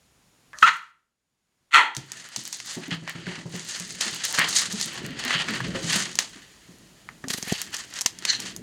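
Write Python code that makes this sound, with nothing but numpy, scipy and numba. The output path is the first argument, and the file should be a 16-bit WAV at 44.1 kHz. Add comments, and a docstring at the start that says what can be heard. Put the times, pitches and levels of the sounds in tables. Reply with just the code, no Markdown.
"""Puppy zoomies indoors

A puppy whimpers, yaps twice on its fleece bed, then bolts round a small room near a hand-held camera.
Claws tick as bursts of tiny contacts, paws ring low board modes; skids, hands and rustle are gritty noise.
Yaps are pulsed and noisy folds through moving mouth resonances; a late snort at a gate is air through the nostrils.
Dry jolts shake the camera; eight delay lines answer as walls, over room tone and circuit hiss with thin whines."""
import sys
import numpy as np
from scipy import signal
from scipy.fft import rfft, irfft, next_fast_len
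from scipy.io import wavfile
from scipy.ndimage import uniform_filter1d
from numba import njit

SR = 44100
rng = np.random.default_rng(int(sys.argv[2]) if len(sys.argv) > 2 else 0)


def generate_wav(sig):
    """Save sig (samples, or channels by samples) to the path in sys.argv[1] as 16-bit PCM at SR."""
    pcm = np.round(np.clip(np.atleast_2d(sig).T, -1, 1) * 32767).astype(np.int16)
    wavfile.write(sys.argv[1], SR, pcm)


def invert_db(level):
    """Linear amplitude ratio for a level in decibels (20 dB per decade), elementwise."""
    return 10 ** (np.asarray(level, dtype=float) / 20)


N = 380141
TIME = np.arange(N) / SR


def curve(table, off_db=-120):
    """Columns of a table at every sample; off_db outside its time span."""
    s, *columns = np.transpose(table)
    return [np.interp(TIME, s, c, off_db, off_db) for c in columns]


def unit(x):
    """Scale to rms 1."""
    return x / np.sqrt(np.mean(x ** 2))


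def colour(x, table):
    """Shape a noise by (Hz, dB) points, then scale to rms 1."""
    hz, db = np.transpose(table)
    size = next_fast_len(N)
    bin_hz = np.arange(size // 2 + 1) * SR / size
    gain = invert_db(np.interp(np.log(bin_hz + 1), np.log(hz), db))
    return unit(irfft(rfft(x, size) * gain, size)[:N])


def band(x, hz, width_hz):
    """A resonance, gain 1 at its centre."""
    return signal.lfilter(*signal.iirpeak(min(hz, .4 * SR), hz / width_hz, SR), x)


@njit
def glide(x, hz, width_hz):
    """A resonance whose centre moves every sample, gain 1 at the centre."""
    y, b, l = np.empty(len(x)), 0., 0.
    for i in range(len(x)):
        g, k = np.tan(np.pi * hz[i] / SR), width_hz / hz[i]
        v = (b + g * (x[i] - l)) / (1 + g * (g + k))
        b, l, y[i] = 2 * v - b, l + 2 * g * v, k * v
    return y


def walk(rate_hz):
    """Random levels held 1 / rate_hz and slewed twice; rms 1."""
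    hold = int(SR / rate_hz)
    steps = np.repeat(rng.standard_normal(N // hold + 1), hold)
    return unit(uniform_filter1d(uniform_filter1d(steps, hold), hold)[:N])


def grit(size, spread_db):
    """Dense micro-slips: most small, a few large."""
    return rng.standard_normal(size) * 10 ** (spread_db * np.minimum(rng.exponential(size=size), 7.0) / 20)


def add(out, s, sound):
    """Mix a short sound in at time s."""
    i = int(s * SR)
    out[i:i + len(sound)] += sound[:N - i]


# Hiss and whine level. Each row: time in seconds, level in dB.
HISS_LEVEL = [(0, -63.5), (.6, -61.5), (.66, -71), (1.15, -83.5), (1.7, -72), (1.76, -99.5), (4, -82),
              (6.4, -56.5), (8.62, -57)]
# Hiss spectrum. Each row: frequency in Hz, relative density in dB per Hz.
HISS_SPECTRUM = [(15, -30.5), (25, -2.5), (100, -6), (153, -3.5), (531, -14), (4140, -19), (6920, -20),
                 (16000, -30.5)]
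# Thin whines. Each row: frequency in Hz, level in dB relative to the hiss.
WHINES = [(6837, -15), (8791, -23), (9765, -19)]


def hiss():
    """Room tone and circuit hiss with a few thin whines, sinking after each yap and creeping back."""
    whine = sum(invert_db(db) * np.sqrt(2) * np.sin(2 * np.pi * hz * TIME) for hz, db in WHINES)
    noise = colour(rng.standard_normal(N), HISS_SPECTRUM)
    return (noise + whine) * invert_db(curve(HISS_LEVEL, off_db=-60)[0])


# Skids, and from 7.3 to 7.5 s short gritty rasps of hands on the camera. Each row: loudest moment in seconds,
# rasp in dB before a common trim, swell in seconds per 20 dB, fade in seconds per 20 dB,
# scuff in dB relative to that rasp.
RUB_STROKES = [(0.636, -33, 0.065, 0.14, -34), (1.982, -38, 0.032, 0.088, -8),
               (2.208, -42.5, 0.12, 0.3, -3.5), (2.369, -31.5, 0.013, 0.092, -46),
               (2.458, -34, 0.014, 0.09, -15), (2.535, -33.5, 0.087, 0.16, -41),
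               (2.712, -26.5, 0.075, 0.12, -12), (2.835, -41.5, 0.025, 0.047, 3.5),
               (2.914, -41, 0.015, 0.1, 4), (3.09, -47, 0.052, 0.28, 4.5), (3.355, -42.5, 0.21, 0.1, 4),
               (3.547, -37.5, 0.062, 1, -6), (3.697, -25, 0.034, 0.16, -11.5),
               (3.85, -34.5, 0.083, 0.37, -34), (4.007, -25, 0.0047, 0.28, -6.5),
               (4.238, -22.5, 0.0049, 0.12, -17), (4.283, -23.5, 0.007, 0.16, -17),
               (4.344, -21.5, 0.011, 0.1, -7), (4.409, -45.5, 0.2, 0.37, 17),
               (4.491, -23.5, 0.027, 0.16, -23), (4.559, -16, 0.026, 0.12, -20),
               (4.722, -28, 0.024, 0.11, -14), (4.82, -26, 0.077, 0.15, -28),
               (4.959, -36.5, 0.35, 0.19, -0.5), (5.195, -36.5, 0.024, 0.13, -3),
               (5.311, -32, 0.16, 0.11, 9), (5.423, -31, 0.066, 0.033, 3), (5.493, -32, 0.048, 0.28, 2),
               (5.76, -32, 0.03, 0.049, 4.5), (5.96, -19, 0.18, 0.14, -6.5), (6.206, -33.5, 0.1, 0.18, -9),
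               (7.305, -22, 0.012, 0.025, -3.5), (7.336, -22, 0.012, 0.017, -10),
               (7.38, -25, 0.012, 0.019, -7), (7.482, -28, 0.018, 0.048, -6),
               (7.53, -33.5, 0.093, 0.134, -1), (7.619, -33.5, 0.28, .07, -7),
               (7.732, -29, 0.017, 0.15, -9), (7.983, -33, 0.081, 0.094, -5.5),
               (8.281, -33.5, 0.068, 0.2, -0.5), (8.458, -39.5, 0.39, 0.095, -3)]
# Steady rustle of coat and harness. Each row: time in seconds, level in dB before the same trim.
RUSTLE_LEVEL = [(1.95, -48), (3.3, -53.5), (4.5, -37), (5.15, -81), (6.1, -48.5), (6.5, -54), (7.25, -63),
                (7.35, -40.5), (8.1, -59), (8.5, -40), (8.62, -72.5)]
RUSTLE_DULL_DB = -5.5  # scuff relative to rasp


def strokes():
    """Rasp and scuff levels over time: every stroke swells and fades through 40 dB, on top of the rustle."""
    rasp_power = invert_db(curve(RUSTLE_LEVEL)[0]) ** 2
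    scuff_power = rasp_power * invert_db(RUSTLE_DULL_DB) ** 2
    for s, db, swell_s, fade_s, dull_db in RUB_STROKES:
        t = np.arange(-2 * swell_s, 2 * fade_s, 1 / SR)
        power = invert_db(db - 20 * np.maximum(-t / swell_s, t / fade_s)) ** 2
        add(rasp_power, s - 2 * swell_s, power)
        add(scuff_power, s - 2 * swell_s, power * invert_db(dull_db) ** 2)
    return np.sqrt(rasp_power), np.sqrt(scuff_power)


def catches(rate_hz, fade_s):
    """Rubbing catches at random: the level jumps up and dies away; in dB about its mean."""
    hits = (rng.random(N) < rate_hz / SR) * np.minimum(rng.exponential(size=N), 1.6)
    level = signal.lfilter([1], [1, -np.exp(-1 / (fade_s * SR))], hits) + 0.24
    level_db = 20 * np.log10(uniform_filter1d(level, size=40))
    return level_db - level_db.mean()


# Rasp spectrum. Each row: frequency in Hz, relative density in dB per Hz.
RASP_SPECTRUM = [(1410, -16), (2400, -9.5), (3740, 3.5), (4460, 5.5), (5520, -2), (6630, 0.5), (9630, -6),
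                 (16000, -36.5)]
# Scuff spectrum. Each row: frequency in Hz, relative density in dB per Hz.
SCUFF_SPECTRUM = [(240, -67), (400, -6), (1170, -2), (1860, -2.5), (2230, -4), (3050, 4), (3600, -2.5),
                  (4500, -0.5), (7920, -47)]
# Fine crackle in the top treble, strongest around 0.6 and 7.4 s, weak in between.
# Each row: time in seconds, level in dB relative to the rasp.
TOP_CRACKLE = [(.6, -10.5), (2.3, -23), (5.3, -39), (6.3, -32), (7.4, -4), (8.3, -52.5)]


def scrape():
    """Skids, hands and rustle rub in fits: a bright rasp over a duller scuff; louder strokes stutter most."""
    bright, dull = strokes()
    depth = np.clip((20 * np.log10(bright) + 64) / 18, 0, 1)  # 0-1, from loudness
    stutter_db = depth * 0.46 * catches(rate_hz=70, fade_s=0.0095)
    rasp = colour(grit(N, spread_db=3.1), RASP_SPECTRUM)
    scuff = colour(grit(N, spread_db=2.26), SCUFF_SPECTRUM)
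    # bands come and go separately, so the colour keeps shifting
    rasp = unit(sum(band(rasp, f, f / 2) * invert_db(stutter_db + 2.036 * depth * walk(45))
                    for f in np.geomspace(2000, 13000, num=5)))
    scuff = unit(sum(band(scuff, f, f / 2) * invert_db(stutter_db + 3.66 * walk(18))
                     for f in np.geomspace(550, 4600, num=6)))
    crackle = unit(band(band(grit(N, spread_db=4.0), 11000, 7000), 11000, 7000))
    crackle = crackle * invert_db(np.interp(TIME, *np.transpose(TOP_CRACKLE)))
    # lone thin clicks, 45 per s on average
    nicks = (rng.random(N) < 45 / SR) * grit(N, spread_db=4.0)
    nicks = invert_db(-9) * unit(band(signal.lfilter([1], [1, .6], nicks), 7000, 9000))
    return invert_db(-5.5) * bright * (rasp + crackle + nicks) + dull * scuff


# Two yaps, then the faint whimper heard before them. Each row of a voice: time in seconds, pitch in Hz,
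# level in dB, roughness 0-1, growl depth 0-1.
VOICES = [
    [(.621, 1450, -42, .5, 0), (.628, 1420, -3, .4, .4), (.638, 1300, -9, .1, .1),
     (.651, 1370, -12, .03, 0), (.656, 1360, -19, .3, 0), (.678, 1390, -12, .55, .3),
     (.696, 1350, -23, .85, 0), (.705, 1350, -60, .7, 0)],
    [(1.708, 1300, -55, .6, 1), (1.73, 1320, -34, .6, .9), (1.742, 1350, -12, .4, .9),
     (1.762, 1350, -11, .4, .9), (1.768, 1050, -17, .7, .3), (1.79, 1010, -14, .4, .1),
     (1.85, 870, -25, .45, .1), (1.93, 830, -44, .4, .1)],
    [(.531, 600, -60, .6, 0), (.538, 600, -43, .4, 0), (.58, 600, -49, .3, 0), (.615, 600, -56, .3, 0)],
]
# Jaw of each voice. Each row: darkening in dB per second and octave above 1 kHz (negative brightens),
# sinking of the resonances as a share per second (negative rises).
JAW_MOVES = [(-28.5, -0.18), (39, 0.17), (57, 0)]
# Open mouth of each voice. Each row of a mouth: resonance in Hz, width in Hz, gain in dB.
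MOUTH_RESONANCES = [
    [(930, 220, -6.5), (1360, 720, -1), (1965, 470, -1), (2600, 560, -8.5), (3360, 570, -12.5),
     (4140, 578, -15), (6520, 1400, -29)],
    [(332, 230, -27.5), (934, 290, -9), (1366, 270, -2), (1950, 290, 4.5), (2580, 370, -2), (3380, 520, -3),
     (4330, 300, -7.5), (6640, 2700, -15.5)],
    [(1200, 500, -7), (1760, 250, 0)],
]
GROWL_HZ = 147


def yaps():
    """Vocal folds snap shut once a cycle, breath roughens them, a slower flap chops them into a growl."""
    out = np.zeros(N)
    for table, mouth, (darkening, sinking) in zip(VOICES, MOUTH_RESONANCES, JAW_MOVES):
        span = slice(int(table[0][0] * SR), int(table[-1][0] * SR))
        hz, db, rough, growl = (c[span] for c in curve(table))
        rough, growl = np.clip(rough, 0, 1), np.clip(growl, 0, 1)
        phase = np.cumsum(hz * (1 + 0.2 * rough * walk(600)[span])) / SR
        folds = sum(np.cos(2 * np.pi * k * phase) / k ** 1.2 for k in range(1, 6))
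        source = (1 - rough) * folds + 3.6 * rough * rng.standard_normal(len(hz))
        flap = unit(np.exp(np.cos(2 * np.pi * GROWL_HZ * (TIME[span] - 1.745))))
        source = source * (1 - growl + growl * flap)
        t = TIME[:len(hz)]
        sink = np.exp(-sinking * t)
        voiced = np.zeros(len(hz))
        for k, (f, width_hz, gain_db) in enumerate(mouth):
            resonance = glide(glide(source, f * sink, 1. * width_hz), f * sink, 2. * width_hz)
            tilt_db = darkening * t * np.log2(f / 1000)
            voiced += (-1) ** k * invert_db(gain_db - tilt_db) * resonance
        out[span] = unit(voiced) * invert_db(db)
    return out


# Claw strikes. Each row: hardest contact in seconds, peak in dB before the housing, centre in Hz.
CLAW_STRIKES = [(0.532, -34.5, 1200), (0.587, -22.5, 4230), (1.95, -21.5, 4330), (1.967, -11, 4440),
                (2.119, -14.5, 5140), (2.362, -11, 4500), (2.453, -21, 5930), (2.528, -14.5, 5350),
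                (2.602, -18, 3330), (2.908, -24, 2530), (3.077, -20, 1720), (3.268, -26, 1880),
                (3.799, -16, 5400), (4.01, -6, 4300), (4.237, -27, 5130), (4.387, -6, 1880),
                (4.399, -14, 1610), (4.414, -16.5, 1020), (4.487, -16.5, 6380), (4.554, -11.5, 5400),
                (4.726, -16.5, 6100), (4.813, -10, 5270), (5.239, -17, 2870), (5.28, -16, 2900),
                (5.307, -13, 1930), (5.403, -28, 4500), (5.486, -14.5, 1930), (5.604, -20, 1020),
                (5.907, -14, 3300), (6.155, -14.5, 5160), (6.189, 1, 3660), (7.089, -25.5, 1190),
                (7.241, -27.5, 1260), (7.284, -15, 5100), (7.427, -13, 4500), (7.525, -14.5, 5660),
                (7.744, -15, 4860), (7.767, -18.5, 5800), (7.939, -20.5, 4860), (7.989, -16.5, 3900),
                (8.0102, -9.5, 5660), (8.016, -10.5, 5700), (8.061, -0.5, 4150), (8.188, -22.5, 5300),
                (8.224, -25, 3020), (8.252, -6, 3720), (8.402, -17, 5700), (8.564, -18, 6800)]
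CLAW_CONTACT_S = 0.0026  # typical decay for a 4 kHz strike


def claws():
    """Each claw is a burst of tiny contacts; duller blows last longer and make the wood ring at their pitch."""
    out, t = np.zeros(N), TIME[:4096]
    lead = 40  # samples of light brushing before the hardest contact
    for s, db, hz in CLAW_STRIKES:
        dull = 4000 / hz
        contact_s = CLAW_CONTACT_S * dull ** .2 * np.exp(0.25 * rng.standard_normal())
        grains = unit(grit(len(t), spread_db=3.27))
        grains[:lead] *= invert_db(-17.5)
        grains[lead] = 8
        slips = grains * (np.exp(-t / contact_s) + invert_db(-21.5) * dull ** .5 * np.exp(-t / 0.026))
        tick = band(band(slips, hz, min(2.0 * hz, .4 * SR)), hz, 1.15 * hz)
        tick = tick + invert_db(-31.5) / dull ** 2 * band(slips, 11000, 9000)
        wood = invert_db(-12.5) * dull * band(grains * np.exp(-t / 0.01), hz, 0.1 * hz)
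        wood = wood + invert_db(-5.5) * band(slips, 1100, 800)
        strike = tick + wood
        add(out, s - lead / SR, strike * invert_db(db) / np.abs(strike).max())
    return out


# Paw falls; the first row is the low breath puff at the first yap's onset.
# Each row: start in seconds, peak in dB, pitch in Hz.
LOW_THUMPS = [(0.621, -36, 170.4), (1.971, -29.5, 143), (2.372, -34, 142), (2.765, -25.5, 169.3),
              (2.88, -27.5, 191.3), (2.917, -23, 167.5), (3.021, -31, 163.4), (3.15, -30, 160),
              (3.185, -31, 163), (3.269, -23, 174), (3.378, -31, 166), (3.454, -25.5, 160),
              (3.537, -26, 173), (3.801, -34, 176), (4.057, -34, 211), (4.123, -35, 161), (4.382, -24, 164),
              (4.732, -25, 201), (4.859, -33, 162), (5.043, -31, 152.6), (5.096, -30, 256.5),
              (5.253, -28, 250), (5.349, -26, 160.5), (5.487, -26, 231), (5.602, -31.5, 127),
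              (5.641, -27.5, 158.6), (5.744, -24, 255), (5.84, -23.5, 165), (5.952, -21.5, 195.5),
              (6.07, -35.5, 172), (6.356, -41, 198.7), (6.684, -38, 175.4), (7.245, -32.5, 264),
              (8.427, -40, 191)]
# Board modes. Each row: multiple of the pitch, mean level in dB, t60 in seconds.
BOARD_MODES = [(1.002, 1, 0.13), (1.451, 1, 0.041), (2.1, -20.5, 0.24)]
# Trembling floor. Each row: time in seconds, level in dB.
TREMBLE_LEVEL = [(1.95, -62), (5.79, -39.5), (6.52, -67.5), (8.62, -46)]
# Tremble spectrum. Each row: frequency in Hz, relative density in dB per Hz.
TREMBLE_SPECTRUM = [(15, -57), (25, -5), (70, -10.5), (167, 4.5), (395, -4.5), (461, -9.5), (700, -14.5),
                    (1540, -120)]


def paws():
    """Pads ring the boards on low modes, with rattle and slap (also used for one breath puff); the floor trembles."""
    out, t = np.zeros(N), TIME[:8192]
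    for s, db, hz in LOW_THUMPS:
        ring = np.zeros(len(t))
        for multiple, mode_db, t60_s in BOARD_MODES:
            level = invert_db(mode_db + 4.1 * rng.standard_normal())
            ring += level * np.sin(2 * np.pi * multiple * hz * t) * np.exp(-np.log(1000) * t / t60_s)
        rattle = unit(band(band(rng.standard_normal(len(t)), 260, 120), 350, 250)) * np.exp(-t / 0.016)
        slap = unit(band(rng.standard_normal(len(t)), 600, 350)) * np.exp(-t / 0.02)
        thump = ring + invert_db(-12.0) * rattle + invert_db(-19.5) * slap
        thump = thump * (1 - np.exp(-t / .0028)) ** 2  # soft onset
        add(out, s, thump * invert_db(db) / np.abs(thump).max())
    tremble = unit(colour(rng.standard_normal(N), TREMBLE_SPECTRUM) * invert_db(4.03 * walk(14)))
    return out + tremble * invert_db(curve(TREMBLE_LEVEL)[0])


# Jolts of the hand-held camera. Each row: start in seconds, peak in dB.
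CAMERA_JOLTS = [(7.239, -28.5), (7.274, -29), (7.302, -25), (7.341, -27.5), (7.381, -28.5), (7.427, -30),
                (7.472, -30.5), (7.52, -11.5), (8.057, -27.5)]


def bumps():
    """Dry low jolts through the camera body: one swing and gone, each at a slightly different speed."""
    out = np.zeros(N)
    for s, db in CAMERA_JOLTS:
        t = TIME[:1024] * np.exp(0.12 * rng.standard_normal())
        swing = np.sin(2 * np.pi * 200 * t) + invert_db(-6) * np.sin(2 * np.pi * 400 * t)
        swing = swing + invert_db(-12.0) * np.sin(2 * np.pi * 740 * t)
        swing = swing * t ** 2 * np.exp(-t / 0.0015)
        add(out, s, swing * invert_db(db) / np.abs(swing).max())
    return out


# Snort. Each row: time in seconds, level in dB.
SNORT_LEVEL = [(8.258, -79), (8.27, -31.5), (8.288, -22), (8.33, -25.5), (8.37, -36.5), (8.39, -63)]
# Nostril resonances. Each row: centre in Hz at the snort's loudest, width in Hz, gain in dB.
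NOSTRILS = [(1770, 390, -11), (2900, 200, -5.5), (4230, 510, 7), (6100, 750, -6), (7250, 440, -9.5)]


def snort():
    """Air blown through the nostrils, fluttering; their resonances wander and sink as the nose relaxes."""
    out = np.zeros(N)
    span = slice(int(SNORT_LEVEL[0][0] * SR), int(SNORT_LEVEL[-1][0] * SR))
    air = (rng.standard_normal(N) * invert_db(3.0 * walk(150)))[span]
    sink = np.exp(-0.6 * (TIME[span] - SNORT_LEVEL[2][0]))
    blown = np.zeros(len(air))
    for f, width_hz, gain_db in NOSTRILS:
        hz = f * sink * (1 + 0.023 * walk(60)[span])
        blown += invert_db(gain_db) * glide(glide(air, hz, 1. * width_hz), hz, 1. * width_hz)
    out[span] = unit(blown)
    return out * invert_db(curve(SNORT_LEVEL)[0])


@njit
def walls(x, lags, gain, damp):
    """Eight delay lines that feed each other, duller on every round."""
    line, soft, out = np.zeros((8, 4096)), np.zeros(8), np.zeros(len(x))
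    for i in range(len(x)):
        total = 0.
        for k in range(8):
            soft[k] += (1 - damp) * (gain[k] * line[k, (i - lags[k]) & 4095] - soft[k])
            total += soft[k]
            out[i] += soft[k] * (1 - 2 * (k % 2))
        for k in range(8):
            line[k, i & 4095] = x[i] + soft[k] - total / 4
    return out


ROOM_T60_S, ROOM_DAMP = 0.38, 0.18  # t60 before damping
# Microphone housing. Each row: centre in Hz, width in Hz, added resonance in dB.
HOUSING = [(1852, 474, 8.5), (6384, 1650, 3)]


def scene():
    """Puppy and camera handling with the room's answer, camera jolts and hiss."""
    voice, ticks, thumps = yaps(), claws(), paws()
    rubbing = scrape() + snort()
    lags = np.array([397, 563, 719, 887, 1069, 1277, 1493, 1733])  # samples
    sends = invert_db(-16.5) * voice + invert_db(-30) * ticks + invert_db(-13.5) * thumps + invert_db(-22.0) * rubbing
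    room = walls(sends + 1e-18, lags, invert_db(-60 * lags / SR / ROOM_T60_S), ROOM_DAMP)
    # the housing lifts a few bands of broad sounds
    broad = ticks + rubbing
    broad = invert_db(-2.0) * (broad + sum(invert_db(db) * band(broad, hz, width_hz) for hz, width_hz, db in HOUSING))
    return (voice + broad + thumps + bumps() + room + hiss())[None]


def band_limit(x):
    """A steep low-pass at the top of the band."""
    return signal.sosfilt(signal.butter(12, 17030, fs=SR, output="sos"), x)


def record(dry):
    """A small microphone loses the deepest bass and the top; peaks above full scale are clipped."""
    heard = signal.sosfilt(signal.butter(2, [45, 15000], "band", fs=SR, output="sos"), dry)
    mix = np.clip(heard, -1, 1)
    return band_limit(mix)


dry = scene()
out = record(dry)
generate_wav(out)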